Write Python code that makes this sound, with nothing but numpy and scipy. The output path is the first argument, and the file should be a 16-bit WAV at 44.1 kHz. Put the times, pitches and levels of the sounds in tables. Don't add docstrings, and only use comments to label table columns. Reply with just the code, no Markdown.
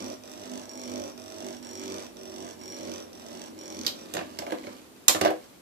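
import sys
import numpy as np
from scipy import signal
from scipy.fft import rfft, irfft
from scipy.io import wavfile
from scipy.ndimage import uniform_filter1d

SR = 44100
rng = np.random.default_rng(int(sys.argv[2]) if len(sys.argv) > 2 else 0)


def unload_audio(sound):
    columns = np.transpose(np.atleast_2d(sound))
    steps = np.round(np.clip(columns, -1, 1) * 32767)
    wavfile.write(sys.argv[1], SR, steps.astype(np.int16))


N = 247401
TIME = np.arange(N) / SR


def undb(db):
    return 10 ** (np.asarray(db) / 20)


def unit(x):
    return x / np.sqrt(np.mean(x ** 2))


def curves(rows):
    times, *columns = np.transpose(rows)
    return [np.interp(TIME, times, column) for column in columns]


def through(x, response):
    return signal.fftconvolve(x, response)[:len(x)]


def colour(x, points, size=4096):
    hz, db = np.transpose(points)
    bins_hz = np.maximum(np.arange(size // 2 + 1) * SR / size, 1)
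    gain = undb(np.interp(np.log(bins_hz), np.log(hz), db))
    cepstrum = irfft(np.log(gain))
    cepstrum[1:size // 2] *= 2
    cepstrum[size // 2 + 1:] = 0
    return through(x, irfft(np.exp(rfft(cepstrum))))


def fade(t60, size):
    return np.exp(-np.log(1000) * TIME[:size] / t60)


def burst(t60, size=6144):
    return rng.standard_normal(size) * fade(t60, size)


def ring(modes, scatter_db=0, detune=0, size=6144):
    out = np.zeros(size)
    for k, (hz, db, t60) in enumerate(modes):
        louder, sharper = rng.standard_normal(2)
        tone = np.sin(2 * np.pi * hz * (1 + detune * sharper) * TIME[:size])
        out += (-1) ** k * undb(db + scatter_db * louder) * fade(t60, size) * tone
    return out


def at_level(x, db):
    return x * undb(db) * np.sqrt(.01 * SR / np.sum(x ** 2))


def add(out, start_s, x):
    i = max(int(start_s * SR), 0)
    out[i:i + len(x)] += x[:N - i]


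def walk(rate_hz):
    hold = int(SR / rate_hz)
    steps = np.repeat(rng.standard_normal(N // hold + 1), hold)
    return unit(uniform_filter1d(steps, hold)[:N])


# time_s, spin_hz
SPIN = [(0, 51.35), (.6, 49.99), (1.2, 49.28), (1.8, 48.12), (2.4, 47.265), (3.1, 46.03), (3.85, 45.25),
        (5.61, 41)]


def spin(zero_s=.0032):
    turns = np.cumsum(curves(SPIN)[0]) / SR
    return turns - np.interp(zero_s, TIME, turns)


# start_s, end_s, rumble_db, scrape_db, tick_db, ping_db, shimmer_db, first_chirp_hz
SWEEPS = [ (-.27, 0.166, -38.5, -49.5, -45, -46, -51, 7500),
          (0.232, 0.669, -42, -52.5, -47, -58, -51.5, 5850),
          (0.674, 1.128, -39, -52.5, -44.5, -47, -52, 7230),
          (1.174, 1.594, -43, -53.5, -45.5, -55, -50, 5860),
          (1.626, 2.084, -41.5, -50, -44, -48, -52, 7300),
          (2.154, 2.557, -43, -55, -47.5, -55, -52.5, 5900),
          (2.592, 3.049, -41.5, -51, -45, -46.5, -53, 7300),
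          (3.122, 3.508, -45, -54.5, -50, -57, -54, 5900),
          (3.569, 3.923, -43.5, -52.5, -44.5, -50, -57, 7200),
          (3.943, 4.052, -61, -53, -56, -51, -58, 6400), ]


def swells(levels_db, rise_db, crest, fall_db, release_s, grip_s=.0076):
    gain = np.zeros(N)
    for (start, end, *_), db in zip(SWEEPS, levels_db):
        share = (TIME - start) / (end - start)
        climb = np.clip(share / crest, 0, 1) ** 1.06
        descent = np.clip((share - crest) / max(1 - crest, .05), 0, 1)
        contact = np.clip(np.minimum((TIME - start) / grip_s, (end - TIME) / release_s), 0, 1)
        gain += contact * undb(db - rise_db * (1 - climb) - fall_db * descent)
    return gain


# pitch_hz, level_db, t60_s
BOWL_MODES = [(193.5, -7, 0.15), (247.2, -11.5, 0.14), (312.3, -4.5, 0.17), (332.3, -2, 0.11),
              (379.4, -1.5, 0.12), (494, 0.5, 0.17), (560.7, 3, 0.12), (592.7, 5, 0.17), (618.4, 3, 0.052),
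              (681, 2, 0.077), (793.5, -6.5, 0.05), (863, -17, .07)]


def bowl_resonance(x, gain=1.09):
    peaks = [signal.iirpeak(hz, np.pi * hz * t60 / np.log(1000), fs=SR) for hz, _, t60 in BOWL_MODES]
    return x + gain * sum(signal.lfilter(*peak, x) for peak in peaks)


# time_s, rumble_db, scrape_db
COAST = [(0, -54.5, -62), (3.9, -50, -62.5), (4.1, -49.5, -53.5), (4.4, -47.5, -54.5), (4.73, -53, -53),
         (4.9, -67.5, -65.5), (5.45, -76, -59), (5.6, -85, -72)]
# freq_hz, gain_db
RUMBLE_EQ = [(50, -50.5), (75, -10), (97, 2), (140, -37), (195, -2.5), (245, 1), (295, -0.5), (385, -3),
             (450, -5.5), (620, -4), (800, -9), (1100, -13.5), (2000, -36.5)]


def tip_rumble(turns, noise_db=-3, wander=.48, crossover_hz=420):
    sway = [walk(7) for _ in range(3)]
    flaws = np.zeros(N)
    for k in range(1, 14):
        depth = 1 + wander * walk(9)
        flaws += depth * np.cos(2 * np.pi * (k * turns + rng.random()) + sway[k % 3] * k / 6)
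    roughness = unit(colour(rng.standard_normal(N), RUMBLE_EQ))
    shaking = unit(colour(flaws, RUMBLE_EQ)) + undb(noise_db) * roughness
    body = unit(bowl_resonance(shaking))
    low = signal.sosfiltfilt(signal.butter(3, crossover_hz, fs=SR, output="sos"), body)
    crest_db = np.transpose(SWEEPS)[2] + 1
    boom = swells(crest_db, rise_db=17.5, crest=.66, fall_db=13, release_s=.045)
    drone = swells(crest_db, rise_db=6.5, crest=.71, fall_db=3, release_s=.04)
    coast, _ = undb(curves(COAST))
    return low * np.hypot(boom, coast) + (body - low) * np.hypot(drone, coast)


# freq_hz, gain_db
SCRAPE_EQ = [(400, -32), (900, 9.5), (1500, 0.5), (2200, 1.5), (3500, 3.5), (4600, 3), (6300, 0.5),
             (8000, 0.5), (9000, -8), (11000, -6), (13500, -9), (15000, -33)]


def tip_scrape(turns, grain_db=4, throb=.21):
    bite = 1 + throb * np.cos(4 * np.pi * turns)
    grit = rng.standard_normal(N) * undb(grain_db * walk(900)) * bite
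    swell = swells(np.transpose(SWEEPS)[3], rise_db=7, crest=.48, fall_db=.5, release_s=.032)
    _, coast = undb(curves(COAST))
    return unit(colour(grit, SCRAPE_EQ)) * np.hypot(swell, coast)


# freq_hz, gain_db
CLACK_EQ = [(30, -34.5), (200, -10), (600, -1.5), (1000, -1.5), (1300, -5), (1800, -5.5), (2500, -6.5),
            (3500, -7.5), (6000, -9.5), (14000, -18.5)]
# pitch_hz, level_db, t60_s
TICK_MODES = [(3500, -7.5, 0.0076), (4400, -6, 0.0042), (9470, -18, 0.018), (11500, -21, 0.0035),
              (13100, -8.5, 0.0042)]
# pitch_hz, level_db, t60_s
SHIMMER_MODE = [(7743, 0, 0.017)]


def ring_ticks(turns, ping_hz=5625, chirp_hz=6220, sag_hz_per_s=120000, scatter_db=2.04, size=1024):
    out = np.zeros(N)
    starts, ends, _, _, tick_db, ping_db, shimmer_db, first_chirp_hz = np.transpose(SWEEPS)
    tap_swell = dict(rise_db=8, crest=.75, fall_db=10, release_s=.013)
    tick_gain, shimmer_gain = swells(tick_db, **tap_swell), swells(shimmer_db, **tap_swell)
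    ping_gain = swells(ping_db, rise_db=-.5, crest=1, fall_db=1, release_s=.012)
    snap_noise = colour(rng.standard_normal(N), CLACK_EQ)
    shimmer = ring(SHIMMER_MODE, size=size)
    t = TIME[:size]
    damping = np.minimum(np.linspace(6, 0, size), 1)
    ping = np.sin(2 * np.pi * ping_hz * t) * fade(.083, size) * damping
    rested = False
    for i in np.flatnonzero(np.diff(np.floor(turns)) > 0):
        tap_offset_db, ping_offset_db, jitter_s = rng.standard_normal(3) * (scatter_db, scatter_db, .0002)
        sweep = np.searchsorted(starts, TIME[i]) - 1
        share = min((TIME[i] - starts[sweep]) / (ends[sweep] - starts[sweep]), 1)
        drag_s = .003 * (np.sin(np.pi * .8 * share) - 2 / np.pi)
        accent_db = 5.5 if rested else 0
        rested = tick_gain[i] == 0
        hz = np.interp(share, [0, .5], [first_chirp_hz[sweep], chirp_hz])
        chirp = np.sin(2 * np.pi * (hz - sag_hz_per_s * t / 2) * t) * fade(.0043, size)
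        partials = ring(TICK_MODES, scatter_db=2, detune=.0068, size=size)
        snap = snap_noise[np.arange(i, i + size) % N] * fade(.023, size)
        tick = at_level(partials, -5.5) + at_level(chirp, -1) + at_level(snap, -12)
        tap = tick_gain[i] * at_level(tick, accent_db + tap_offset_db)
        tap += shimmer_gain[i] * at_level(shimmer, tap_offset_db)
        tap += ping_gain[i] * at_level(ping, ping_offset_db)
        add(out, TIME[i] + drag_s + jitter_s, tap)
    return out


# freq_hz, gain_db
ROOM_TONE_EQ = [(15, -25), (25, -21), (54, -13.5), (119, -11.5), (182, -10), (208, -4.5), (450, -8.5),
                (892, -16.5), (1230, -20.5), (1870, -23), (6330, -26.5), (14000, -29)]


def room_tone(mid_db=-54.5):
    mid = colour(rng.standard_normal(N), ROOM_TONE_EQ)
    side = colour(rng.standard_normal(N), ROOM_TONE_EQ)
    side = colour(side, [(60, -3), (250, -5), (700, -.5), (14000, 0)])
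    return np.array([mid + side, mid - side]) * undb(mid_db) / np.std(mid)


# freq_hz, gain_db
FLEX_EQ = [(25, -36), (50, -21), (100, 5), (150, -7), (220, -12.5), (330, 2), (520, -4), (700, 6.5),
           (1000, -18), (2500, -32)]


def bowl_thud(db, tilt_db=-1, flex_db=-5):
    def lean(hz):
        low_hz, high_hz = BOWL_MODES[0][0], BOWL_MODES[-2][0]
        return tilt_db * np.log2(np.clip(hz, low_hz, high_hz) / low_hz)

    modes = [(hz, mode_db + lean(hz), t60) for hz, mode_db, t60 in BOWL_MODES]
    body = ring(modes, scatter_db=1.5, detune=.0082)
    flex = colour(burst(t60=.048), [(hz, band_db + lean(hz)) for hz, band_db in FLEX_EQ])
    return at_level(at_level(body, 0) + at_level(flex, flex_db), db)


# pitch_hz, level_db, t60_s
RIM_MODES = [(3460, 8, 0.065), (3970, 6, 0.045), (4320, 3, .04), (4440, 6, 0.096), (4560, 6, 0.13),
             (4870, -1, .06), (5280, -10, 0.064), (5600, -8, .06), (6420, -10, .03), (6480, -9, .035),
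             (7700, -18, 0.024), (8819, 1, 0.044), (12300, -8, .025), (13300, -4, .02)]
# freq_hz, gain_db
CRACK_EQ = [(100, -17), (600, -19.5), (2200, -8.5), (2900, -3), (4300, -1.5), (5700, -4.5), (6200, -5),
            (7300, -3), (8200, -8), (8900, -6), (10200, -12.5), (12200, -1), (14500, -7)]
# start_s, thud_db, clack_db, metal_db, focus_hz
CLASHES = [ (3.848, -67, -42, -44, 5060), (3.865, -48, -47, -23.5, 4750), (3.8679, -64, -46, -27, 4000),
           (3.8761, -44.5, -45, -33, 4400), (3.8796, -49, -51, -32, 3660), (3.886, -52, -50, -55, 3900),
           (4.1378, -34.5, -41.5, -32.5, 7100), (4.15, -33, -36.5, -46, 5500),
           (4.3880, -36, -36.5, -33.5, 5760), (5.0817, -43, -29.5, -9.5, 7540),
           (5.083, -45, -39, -13, 6000), (5.093, -27.5, -26, -44, 5600), (5.212, -20.5, -24, -40, 4220), ]


def rim_clashes(focus_gain=3.1, focus_q=3.5):
    out = np.zeros(N)
    for start_s, thud_db, clack_db, metal_db, focus_hz in CLASHES:
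        crack = colour(burst(t60=.014), CRACK_EQ)
        clang = ring(RIM_MODES, scatter_db=-.5, detune=.0012)
        buzz = colour(burst(t60=.14), CRACK_EQ)
        metal = at_level(crack, 0) + at_level(clang, -19) + at_level(buzz, -9)
        metal += focus_gain * signal.lfilter(*signal.iirpeak(focus_hz, focus_q, fs=SR), metal)
        thud = bowl_thud(thud_db)
        clack = colour(burst(t60=.036), CLACK_EQ)
        add(out, start_s, thud + at_level(clack, clack_db) + at_level(metal, metal_db))
    return out


# start_s, thud_db, clack_db, brightness_hz, thud_tilt_db_per_octave
KNOCKS = [ (4.1674, -32, -32, 8900, -3), (4.1790, -37, -40, 4500, -7.5), (4.1900, -37, -37, 4000, -1.5),
          (4.209, -34.5, -44, 4000, -2), (4.421, -32.5, -45, 5000, 8), (4.4660, -31.5, -42, 5370, 18),
          (4.501, -35.5, -46.5, 3000, 6), (4.5213, -24.5, -34.5, 3500, 2), (4.6392, -41, -49, 6040, 0),
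          (4.6682, -35.5, -44.5, 4500, -0.5), (5.147, -26, -30.5, 5000, -3.5), (5.1620, -41, -36, 5000, 9),
          (5.2250, -29.5, -35, 5900, 3), (5.236, -33, -37, 5000, 7), (5.249, -15, -29, 7100, 8),
          (5.2590, -39, -28, 5000, 12), (5.2680, -23.5, -34, 5000, 8), (5.2775, -22.5, -34.5, 4060, 1.5),
          (5.303, -23, -52, 3500, 12.5), ]


def wall_knocks(rebound_s=.022, rebound_db=-21):
    out = np.zeros(N)
    for start_s, thud_db, clack_db, brightness_hz, tilt_db in KNOCKS:
        soften = signal.butter(2, brightness_hz, fs=SR, output="sos")
        hop_s = rebound_s * (1 + .2 * rng.standard_normal())
        for touch_s, loss_db in ((start_s, 0), (start_s + hop_s, rebound_db)):
            clack = signal.sosfilt(soften, colour(burst(t60=.034), CLACK_EQ))
            thud = bowl_thud(thud_db + loss_db, tilt_db)
            add(out, touch_s, thud + at_level(clack, clack_db + loss_db))
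    return out


def echoes(eq, t60, delay_s, db):
    tail = colour(burst(t60, size=16384), eq)
    tail *= undb(db) / np.sqrt(np.sum(tail ** 2))
    return np.pad(tail, (int(delay_s * SR), 0))[:len(tail)]


# freq_hz, gain_db
SLAP_EQ = [(60, -29), (600, -2.5), (2500, 3), (14000, -0.5)]
# freq_hz, gain_db
REVERB_EQ = [(60, -18.5), (250, 5.5), (600, -0.5), (1200, 5.5), (5000, -1), (14000, -2.5)]


def reflections(x, lap_hz=1.05):
    angle = 2 * np.pi * lap_hz * TIME
    slap = sum(through(x * share, echoes(SLAP_EQ, t60=.014, delay_s=.0008, db=-6))
               for share in (np.cos(angle), np.sin(angle)))
    return slap + through(x, echoes(REVERB_EQ, t60=.24, delay_s=.008, db=-8))


# freq_hz, gain_db
HOLLOW_EQ = [(60, -4), (125, -3), (250, 3), (400, 4), (600, 0), (1200, 2), (3000, 1.5), (14000, -1.5)]
# freq_hz, gain_db
LEFT_SHADE_EQ = [(60, -7), (125, -2.5), (250, -3.5), (550, -5.5), (1100, -1), (2200, -7), (4500, -12),
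                 (8000, -37), (14000, -6.5)]


def space(x, left_lag_s=.00042):
    direct = colour(x, HOLLOW_EQ)
    shaded = np.pad(colour(direct, LEFT_SHADE_EQ), (round(left_lag_s * SR), 0))[:N]
    left = shaded + undb(-.5) * reflections(direct)
    right = direct + reflections(direct)
    return undb(1) * np.array([left, right])


def scene():
    turns = spin()
    tops = tip_rumble(turns) + tip_scrape(turns) + ring_ticks(turns) + rim_clashes() + wall_knocks()
    return space(tops) + room_tone()


def record(dry, low_cut_hz=46, high_cut_hz=14650):
    clipped = np.clip(dry, -1, 1)
    thinned = signal.sosfilt(signal.butter(2, low_cut_hz, "high", fs=SR, output="sos"), clipped)
    return signal.sosfilt(signal.ellip(10, .2, 70, high_cut_hz, fs=SR, output="sos"), thinned)


dry = scene()
out = record(dry)
unload_audio(out)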